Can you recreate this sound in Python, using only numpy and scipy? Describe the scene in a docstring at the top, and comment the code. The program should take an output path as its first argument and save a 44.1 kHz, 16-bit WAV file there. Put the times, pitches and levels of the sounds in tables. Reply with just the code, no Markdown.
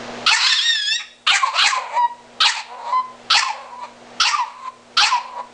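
"""A faint appliance hum in a bedroom, then a small dog yelping close by, again and again.
Each yelp bursts out hoarse, chaotic vocal folds and breath ringing a wide mouth, and sinks as the jaw
shuts. The first is drawn out into a high, cracking squeal; low groans and thin whines trail the rest.
Automatic gain control ducks at the yelps and creeps back up."""
import sys
import numpy as np
from scipy import signal
from scipy.fft import rfft, irfft, next_fast_len
from scipy.io import wavfile
from scipy.ndimage import uniform_filter1d, minimum_filter1d, map_coordinates

SR = 44100
rng = np.random.default_rng(int(sys.argv[2]) if len(sys.argv) > 2 else 0)


def int16_out(signal):
    """Quantize to a 16-bit WAV file."""
    q = np.round(np.clip(np.atleast_2d(signal).T, -1, 1) * 32767)
    wavfile.write(sys.argv[1], SR, q.astype(np.int16))


N = 243873

# mains harmonics: freq_hz, level_db
MAINS_HUM = [(120, -51), (240, -40.5), (360, -54.5), (480, -46)]
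# room air spectrum: freq_hz, gain_db
AIR_SPECTRUM = [(25, -7), (80, -17), (180, -6), (330, 0), (650, 7), (1000, -0.5), (1800, -4.5), (4000, -10),
                (7000, -17.5), (10000, -39.5)]
# yelps: start_s, lead_s, length_s, top_hz, throat_db, rasp_db, push_db, jaw_stretch, f2_shift_hz,
# f3_hz, f3_db
YELP_EVENTS = [(0.267, 0, 0.1633, 892.9, 18, 22.5, 7, 0.953, -53, 4461, -3),
               (1.275, 0.0054, 0.184, 801, 10.5, 15.5, -5.5, 0.92, -170, 4124, -7),
               (1.599, .07, 0.169, 814.5, 7.5, 12.5, 5, 0.97, -170, 4250, -1.5),
               (2.408, 0, 0.1743, 898.5, 7, 12, 18, 0.992, -18.5, 4187, 1.5),
               (3.305, 0.00037, 0.1988, 888, 7.5, 11.5, 1.5, 0.931, 31.5, 4474, 0),
               (4.204, 0, .2, 916.8, 8.5, 11.5, 2, 1.074, 84, 4693, -1),
               (4.974, 0.00172, 0.2, 893.8, 8, 10.5, -3, 1.007, 119.5, 4488, 1)]
# formants as the jaw opens and shuts: age_s, f1_hz, f2_hz
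JAW_PATH = [(-.05, 960, 2663), (0, 1300, 3030), (.028, 1360, 3250), (.058, 940, 2750), (.086, 1030, 1980),
            (.122, 1230, 2290), (.17, 1007, 2480), (.21, 880, 2350)]
# hoarse voice colour around formant 1: freq_hz, gain_db
THROAT_COLOUR = [(250, -45), (400, -19.5), (520, 11), (900, 2), (1400, 3.5), (3000, 4.5)]
# hoarse voice colour above formant 1: freq_hz, gain_db
RASP_COLOUR = [(300, -37), (900, -19), (1700, 2.5), (3000, 0), (5000, -1), (6000, 15.5), (7000, 3.5),
               (8200, -6), (9000, -9.5), (10000, -12)]
# rasp under the squeal: crest_s, rise_s, fall_s, pitch_hz, throat_db, rasp_db
STRAIN_EVENT = (.465, .1, 0.538, 1000, 8.73, 18)
# mouth during that rasp: f1_hz, f2_hz, f3_hz, f3_db
STRAIN_FORMANTS = (1301, 2580, 4327, 6.5)
# squeal contour: time_s, pitch_hz, base_db
SQUEAL_PATH = [(0.47, 1593, -13.5), (0.498, 1810, -20), (0.524, 1824, -12), (0.54, 1739, -18),
               (0.558, 1812, -16.5), (0.576, 1807, -15.5), (0.594, 1610, -17), (0.63, 1821, -16.5),
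               (0.684, 1872, -13.5), (0.824, 1666, -21), (0.856, 1653, -19.5), (0.926, 1765, -15),
               (0.966, 1906, -20), (1.03, 1854, -43.5)]
# period doubling in the squeal: time_s, half_width_s, doubling_rise_db
SQUEAL_CRACKS = [(.525, 0.032, 12), (.64, 0.018, 12), (0.751, .025, 13.5), (0.934, 0.0139, 25.5)]
# throat response in the squeal: freq_hz, gain_db
SQUEAL_COLOUR = [(900, -20), (1800, -4), (2700, 2), (3600, 3), (4500, -3), (5400, -1.5), (6300, -16),
                 (7400, -12.5), (9000, -30.5), (10000, -56)]
# groans: crest_s, rise_s, fall_s, pitch_hz, throat_db, rasp_db, f1_hz, f3_db
GROAN_EVENTS = [(1.008, 0.017, 0.018, 873.3, -10, -2, 1143, -22),
                (1.47, .04, 0.052, 556.6, 6.5, 1.5, 1026, 1),
                (1.779, .03, .16, 514.5, -2, -13.5, 891.6, -15),
                (1.971, .085, 0.02, 604.2, -7, -12, 869, -10),
                (2.73, 0.087, 0.23, 494.3, -12, -39, 850, -3.5),
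                (2.901, 0.12, 0.06, 584.1, -12.5, -23.5, 887, 7),
                (3.551, .04, 0.2017, 547.1, -11.5, -29, 889, -1.5),
                (3.849, .06, 0.027, 600.5, -18, -26.5, 957, 0),
                (4.47, .05, 0.16, 579.7, -14.5, -26.5, 1016, 0),
                (4.68, .1, 0.013, 537, -15.5, -24, 1044, -1),
                (5.22, 0.039, 0.17, 545.8, -17, -34.5, 916, 0),
                (5.4, .07, 0.016, 567, -12.5, -34.5, 871, 6.5)]
# whines: crest_s, rise_s, hold_s, fall_s, opening_hz, crest_hz, closing_hz, level_db
WHINE_EVENTS = [(1.437, 0.011, 0.00845, 0.005, 1068, 1068, 1031, 19.5),
                (1.484, 0.03, 0.0028, 0.0261, 1096, 886, 912, 8),
                (1.733, .015, 0.0046, 0.0119, 1140, 1030, 1079, 10),
                (1.765, 0.016, 0.0077, 0.0386, 1087, 1013, 1036, 6.5),
                (1.979, 0.044, 0.074, 0.0226, 854.2, 973.6, 948.2, 5),
                (2.79, .07, 0.023, .03, 871.7, 930, 931, -16.5),
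                (2.898, .07, .005, 0.027, 940, 955, 990, -7),
                (2.927, 0.0052, 0.0724, 0.0231, 939, 1013, 1026, 0.5),
                (3.428, 0.0085, 0.0059, 0.0129, 1010, 1058, 1078, 5),
                (3.466, .015, 0.0067, 0.017, 1002, 1051, 1008, 2),
                (3.504, 0.0155, 0.0034, 0.0218, 1004, 894, 814, 3),
                (3.723, 0.034, 0.0832, 0.0145, 1077, 958.4, 1018, -18.5),
                (3.831, 0.038, 0.0085, 0.0157, 978.2, 983.6, 934, -11.5),
                (4.349, .028, 0.002, 0.004, 1146, 1206, 1111, 13.5),
                (4.391, .012, 0.02294, 0.037, 1187, 1029, 878.7, 8.5),
                (4.548, .05, 0.023, 0.036, 1051, 1019, 1010, -18),
                (4.681, 0.0686, 0.0048, 0.0187, 1070, 1016, 1065, -6.5),
                (5.129, 0.02105, 0.0195, 0.0434, 1117, 1010, 918, 8),
                (5.27, .04, 0.039, 0.066, 1039, 1014, 993.4, -18),
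                (5.394, 0.076, 0.0173, 0.0142, 970, 968, 1011, -10)]
# throat response in a whine: freq_hz, gain_db
WHINE_COLOUR = [(800, 0), (1250, 0), (1900, -21), (2900, -32), (4000, -29), (4900, -35), (5800, -55),
                (10000, -62)]
# room decay: freq_hz, t60_s
ROOM_DECAY = [(200, 0.56), (1000, 0.356), (3000, 0.482), (9000, 0.249)]
# preamplifier hiss spectrum: freq_hz, gain_db
HISS_SPECTRUM = [(50, 8.5), (600, -14.5), (3000, -1), (8000, 1.5), (10000, -9)]

TOP_HZ = 10000


def amp(db):
    """Decibels to gain."""
    return 10 ** (np.asarray(db) / 20)


def unit(x):
    """Scale to rms 1."""
    return x / np.sqrt(np.mean(x ** 2) + 1e-20)


def along(points, hz):
    """Interpolate (freq_hz, value) points on a log axis."""
    freq_hz, values = np.transpose(points)
    return np.interp(np.log(hz + 1), np.log(freq_hz + 1), values)


def curves(rows, t):
    """Interpolate each column after time_s at times t."""
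    time_s, *columns = np.transpose(rows)
    return [np.interp(t, time_s, column) for column in columns]


def span(rows, rise_s, fall_s):
    """Sample indices and gate of one cry."""
    start_s, end_s = rows[0][0], rows[-1][0]
    i = np.arange(max(int((start_s - rise_s) * SR), 0), min(int((end_s + fall_s) * SR), N))
    return i, np.interp(i / SR, [start_s - rise_s, start_s, end_s, end_s + fall_s], [0, 1, 1, 0]) ** 2


def wobble(rate_hz, size):
    """Smooth random curve with knots at rate_hz."""
    knots = rng.standard_normal(int(size * rate_hz / SR) + 4)
    return map_coordinates(knots, [np.arange(size) * rate_hz / SR])


def filtered(x, response):
    """Apply a frequency response."""
    size = next_fast_len(N + SR // 2)
    return irfft(rfft(x, size) * response(np.fft.rfftfreq(size, 1 / SR)), size)[:N]


def noise(spectrum):
    """Coloured noise, rms 1."""
    return unit(filtered(rng.standard_normal(N), lambda hz: amp(along(spectrum, hz))))


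def hum_and_air(air_db=-32.0):
    """An appliance hums at mains harmonics over the soft rush of the room."""
    t = np.arange(N) / SR
    hum = 0
    for hz, db in MAINS_HUM:
        peak = amp(db + 0.23 * wobble(5, N)) * np.sqrt(2)
        hum += peak * np.sin(2 * np.pi * hz * t + rng.uniform(0, 2 * np.pi))
    return hum + amp(air_db) * noise(AIR_SPECTRUM)


def formant(hz, centre_hz, width_hz):
    """Squared resonance response, 1 at its centre."""
    return (hz * width_hz / np.hypot(centre_hz ** 2 - hz ** 2, hz * width_hz)) ** 2


def mouth_response(hz, f2_hz, f3_hz, f3_db):
    """Upper resonances: a closing jaw sharpens formant 2 and brings a shrill peak forward."""
    closing = np.clip((3200 - f2_hz) / 1200, 0, 1)
    second = formant(hz, f2_hz, width_hz=950 - 450 * closing)
    third = amp(f3_db - 2.5) * formant(hz, f3_hz, width_hz=1200)
    mouth = np.hypot(second, third) / np.hypot(1, (hz / (1.2 * f3_hz)) ** 12)
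    shrill = amp(-25.5 + 18.42 * closing + f3_db / 2) * formant(hz, centre_hz=7723, width_hz=1520)
    return np.hypot(mouth, shrill) * amp(along(RASP_COLOUR, hz))


def chaotic_folds(pitch_hz):
    """Vocal pulses and pulsed breath: overtones slip out of step, strong and weak cycles alternate."""
    size = len(pitch_hz)
    phase = 2 * np.pi * np.cumsum(pitch_hz * (1 + .055 * wobble(380, size))) / SR
    pulses = sum(np.cos(k * phase + 1.2 * wobble(100, size)) * (k * pitch_hz < TOP_HZ)
                 for k in range(1, 20))
    pulses = -unit(pulses * (1 + .5 * np.cos(phase / 2)))  # each closure is a pressure dip
    breath = unit(rng.standard_normal(size) * (1 + 0.087 * np.cos(phase)))
    return np.array([pulses, breath])


def hoarse_voice(rows, flutter_db=5.0):
    """Folds ring moving formants. Rows: time_s, pitch_hz, throat_db, rasp_db, f1_hz..f3_hz, f3_db."""
    i, gate = span(rows, rise_s=.006, fall_s=0.0627)
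    pitch_hz, throat_db, rasp_db = curves(rows, i / SR)[:3]
    hz, t, (pulses, breath) = signal.stft(chaotic_folds(pitch_hz), SR, nperseg=512, noverlap=448)
    hz = hz[:, None]
    f1_hz, f2_hz, f3_hz, f3_db = curves(rows, i[0] / SR + t)[3:]

    def tremor():
        """Formant flitter that makes the rasp ragged."""
        return 1 + .035 * wobble(70, len(i) + 512)[(t * SR).astype(int)]

    def ring(response, breath_share):
        """Pulses and breath through a response, levelled to rms 1."""
        mix = response * (np.sqrt(1 - breath_share) * pulses + np.sqrt(breath_share) * breath)
        wave = signal.istft(mix, SR, nperseg=512, noverlap=448)[1][:len(i)]
        return wave / np.sqrt(np.abs(uniform_filter1d(wave ** 2, size=700)) + 1e-12)

    body = amp(along(THROAT_COLOUR, hz))  # too small to radiate bass
    throat = ring(formant(hz, f1_hz, width_hz=340.6) * body, breath_share=.27)
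    rasp = ring(mouth_response(hz, f2_hz * tremor(), f3_hz * tremor(), f3_db), breath_share=.33)
    voice = amp(throat_db) * throat + amp(rasp_db) * rasp
    out = np.zeros(N)
    out[i] = gate * voice * amp(flutter_db * wobble(157.3, len(i)) / 2)
    return out


def yelp(start_s, lead_s, length_s, top_hz, throat_db, rasp_db, push_db, jaw_stretch, f2_shift_hz,
         f3_hz, f3_db):
    """Hoarse burst: pitch scoops up and sags; force holds, drops and fades as the jaw shuts."""
    scoop_s, sag_after_s, sag_hz_per_s = .062, .125, 1100
    lead_db_per_s, dimming_db_per_s = 185, 46.5
    age_s = np.linspace(-lead_s, length_s, num=60)
    tail_s = np.maximum(age_s - sag_after_s, 0)
    scoop = np.interp(age_s + lead_s, [0, scoop_s + lead_s / 2], [.7, 1])
    pitch_hz = top_hz * scoop - sag_hz_per_s * tail_s

    def force_db(hold_s, drop_db, fade_db_per_s, drop_s=0.0538):
        """Soft lead-in, hold, drop and fade, with a late change in the push of air."""
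        soft_db = 12 * (age_s < 0) * np.clip(1 - (age_s + lead_s) / 0.028, 0, 1)
        dropped_db = drop_db * np.clip((age_s - hold_s) / drop_s, 0, 1)
        faded_db = fade_db_per_s * np.maximum(age_s - hold_s - drop_s, 0)
        late_db = push_db * np.exp(-((age_s - 0.18764) / 0.014) ** 2)
        return late_db - soft_db - dropped_db - faded_db

    throat_db += force_db(hold_s=0.0395, drop_db=9.5, fade_db_per_s=78.5)
    rasp_db += force_db(hold_s=0.07145, drop_db=15.5, fade_db_per_s=95.5)
    rasp_db += lead_db_per_s * np.minimum(age_s, 0)
    f1_hz, f2_hz = curves(JAW_PATH, age_s / jaw_stretch)
    shut = (f2_hz.max() - f2_hz) / np.ptp(f2_hz) - .5
    f3_hz += 490 * shut
    f3_db -= 7.5 * shut + dimming_db_per_s * tail_s
    course = [start_s + age_s, pitch_hz, throat_db, rasp_db, f1_hz, f2_hz + f2_shift_hz, f3_hz, f3_db]
    return hoarse_voice(np.column_stack(course))


def strain(rise_db=8, throat_fade_db=55.5, rasp_fade_db=40):
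    """Rasp under the squeal: grows, then clears as the pure note takes over."""
    crest_s, rise_s, fall_s, pitch_hz, throat_db, rasp_db = STRAIN_EVENT
    rows = [(crest_s - rise_s, pitch_hz, throat_db - rise_db, rasp_db - rise_db),
            (crest_s, pitch_hz, throat_db, rasp_db),
            (crest_s + fall_s, pitch_hz, throat_db - throat_fade_db, rasp_db - rasp_fade_db)]
    return hoarse_voice([(*row, *STRAIN_FORMANTS) for row in rows])


def clean_voice(rows, colour, shimmer_db, overtone_db):
    """Folds vibrate regularly. Rows: time_s, pitch_hz, level_db; under strain also doubling_db, jitter."""
    i, gate = span(rows, rise_s=.008, fall_s=0.0061)
    pitch_hz, level_db, *strained = curves(rows, i / SR)
    doubling_db, jitter = strained or (-120, .009)
    waver = .005 * wobble(60, len(i))
    phase = 2 * np.pi * np.cumsum(pitch_hz * (1 + waver + jitter * wobble(700, len(i)))) / SR
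    wave, power = 0, 0
    for k in np.arange(1, 20) / 2:  # half steps: period doubling
        colour_db = along(colour, k * pitch_hz) + overtone_db * wobble(54.64, len(i))
        colour_db += (k > 1) * .3 * np.minimum(level_db, 0)  # soft notes lose overtones
        gain = amp(colour_db + (doubling_db if k % 1 else 0)) * (k * pitch_hz < TOP_HZ)
        wave += gain * np.sin(k * phase + rng.uniform(0, 2 * np.pi))
        power += gain ** 2 / 2
    out = np.zeros(N)
    out[i] = gate * amp(level_db + shimmer_db * wobble(91.74, len(i))) * wave / np.sqrt(power)
    return out


def squeal(boost_db=34, fade_db_per_s=21, settle_s=.09):
    """High strained note that cracks; its level falls as the gain recovers, so it sounds nearly steady."""
    t = np.linspace(SQUEAL_PATH[0][0], SQUEAL_PATH[-1][0], num=200)
    age_s = t - t[0]
    pitch_hz, base_db = curves(SQUEAL_PATH, t)
    level_db = base_db + boost_db - fade_db_per_s * age_s
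    doubling_db = -18.5 + sum(db * np.exp(-((t - at_s) / half_width_s) ** 2)
                              for at_s, half_width_s, db in SQUEAL_CRACKS)
    jitter = 0.011 + 0.025 * np.exp(-age_s / settle_s)
    rows = np.column_stack([t, pitch_hz, level_db, doubling_db, jitter])
    return clean_voice(rows, SQUEAL_COLOUR, shimmer_db=2.0, overtone_db=2.5)


def groan(crest_s, rise_s, fall_s, pitch_hz, throat_db, rasp_db, f1_hz, f3_db):
    """Force and pitch swell and sink together behind a nearly shut mouth."""
    swell_db, hz_per_db, f2_hz, f3_hz = 13, 3.5, 2295, 4128
    swell = [(crest_s - rise_s, -swell_db), (crest_s, 0), (crest_s + fall_s, -swell_db)]
    rows = [(time_s, pitch_hz + hz_per_db * db, throat_db + db, rasp_db + db, f1_hz, f2_hz, f3_hz, f3_db)
            for time_s, db in swell]
    return hoarse_voice(rows, flutter_db=1.97)


def whine(crest_s, rise_s, hold_s, fall_s, opening_hz, crest_hz, closing_hz, level_db, swell_db=14):
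    """Thin clean note: slides in as it grows, slides off as it holds and fades."""
    start_s, end_s = crest_s - rise_s, crest_s + hold_s + fall_s
    t = np.array([start_s, crest_s, crest_s + hold_s, end_s])
    pitch_hz = np.interp(t, [start_s, crest_s, end_s], [opening_hz, crest_hz, closing_hz])
    rows = np.column_stack([t, pitch_hz, level_db - swell_db * np.array([1, 0, 0, 1])])
    return clean_voice(rows, WHINE_COLOUR, shimmer_db=.5, overtone_db=1.3)


def bedroom(x, wet_db=-13):
    """Short soft reverb; each frequency decays at its own rate."""
    hz, t, spectrum = signal.stft(rng.standard_normal(SR // 2), SR, nperseg=256)
    decay = amp(-60 * t / along(ROOM_DECAY, hz)[:, None])
    tail = signal.istft(spectrum * decay, SR, nperseg=256)[1]
    tail = np.pad(tail / np.linalg.norm(tail), (SR // 200, 0))
    return x + amp(wet_db) * signal.fftconvolve(x, tail)[:N]


def gain_control(x, ceiling_db=-11.0, release_db_per_s=21):
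    """Loud sound cuts the gain at once; it recovers slowly."""
    level_db = 10 * np.log10(np.abs(uniform_filter1d(x ** 2, size=360)) + 1e-12)
    excess_db = np.maximum(level_db - ceiling_db, 0)
    recovery_db = release_db_per_s * np.arange(N) / SR
    cut_db = np.maximum.accumulate(excess_db + recovery_db) - recovery_db
    return x * amp(-uniform_filter1d(cut_db, size=40))


def limiter(x, ceiling=0.6273):
    """A fast gain dip holds down each positive peak."""
    gain = ceiling / np.maximum(x, ceiling)
    return x * uniform_filter1d(minimum_filter1d(gain, size=61), size=61)


def scene():
    """The dog in the humming room."""
    yelps = sum(yelp(*row) for row in YELP_EVENTS)
    groans = sum(groan(*row) for row in GROAN_EVENTS)
    whines = sum(whine(*row) for row in WHINE_EVENTS)
    dog = yelps + strain() + squeal() + groans + whines
    return (bedroom(dog) + hum_and_air())[None]


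def record(dry, hiss_db=-59):
    """Gain control, limiter, preamplifier saturation and hiss, band limit."""
    x = limiter(gain_control(dry[0]))
    headroom = np.where(x > 0, .47, .8)  # positive peaks round off first
    x = x / (1 + (x / headroom) ** 8) ** (1 / 8)
    x += amp(hiss_db) * noise(HISS_SPECTRUM)
    return filtered(x, lambda hz: hz < TOP_HZ)[None]


dry = scene()
out = record(dry)
int16_out(out)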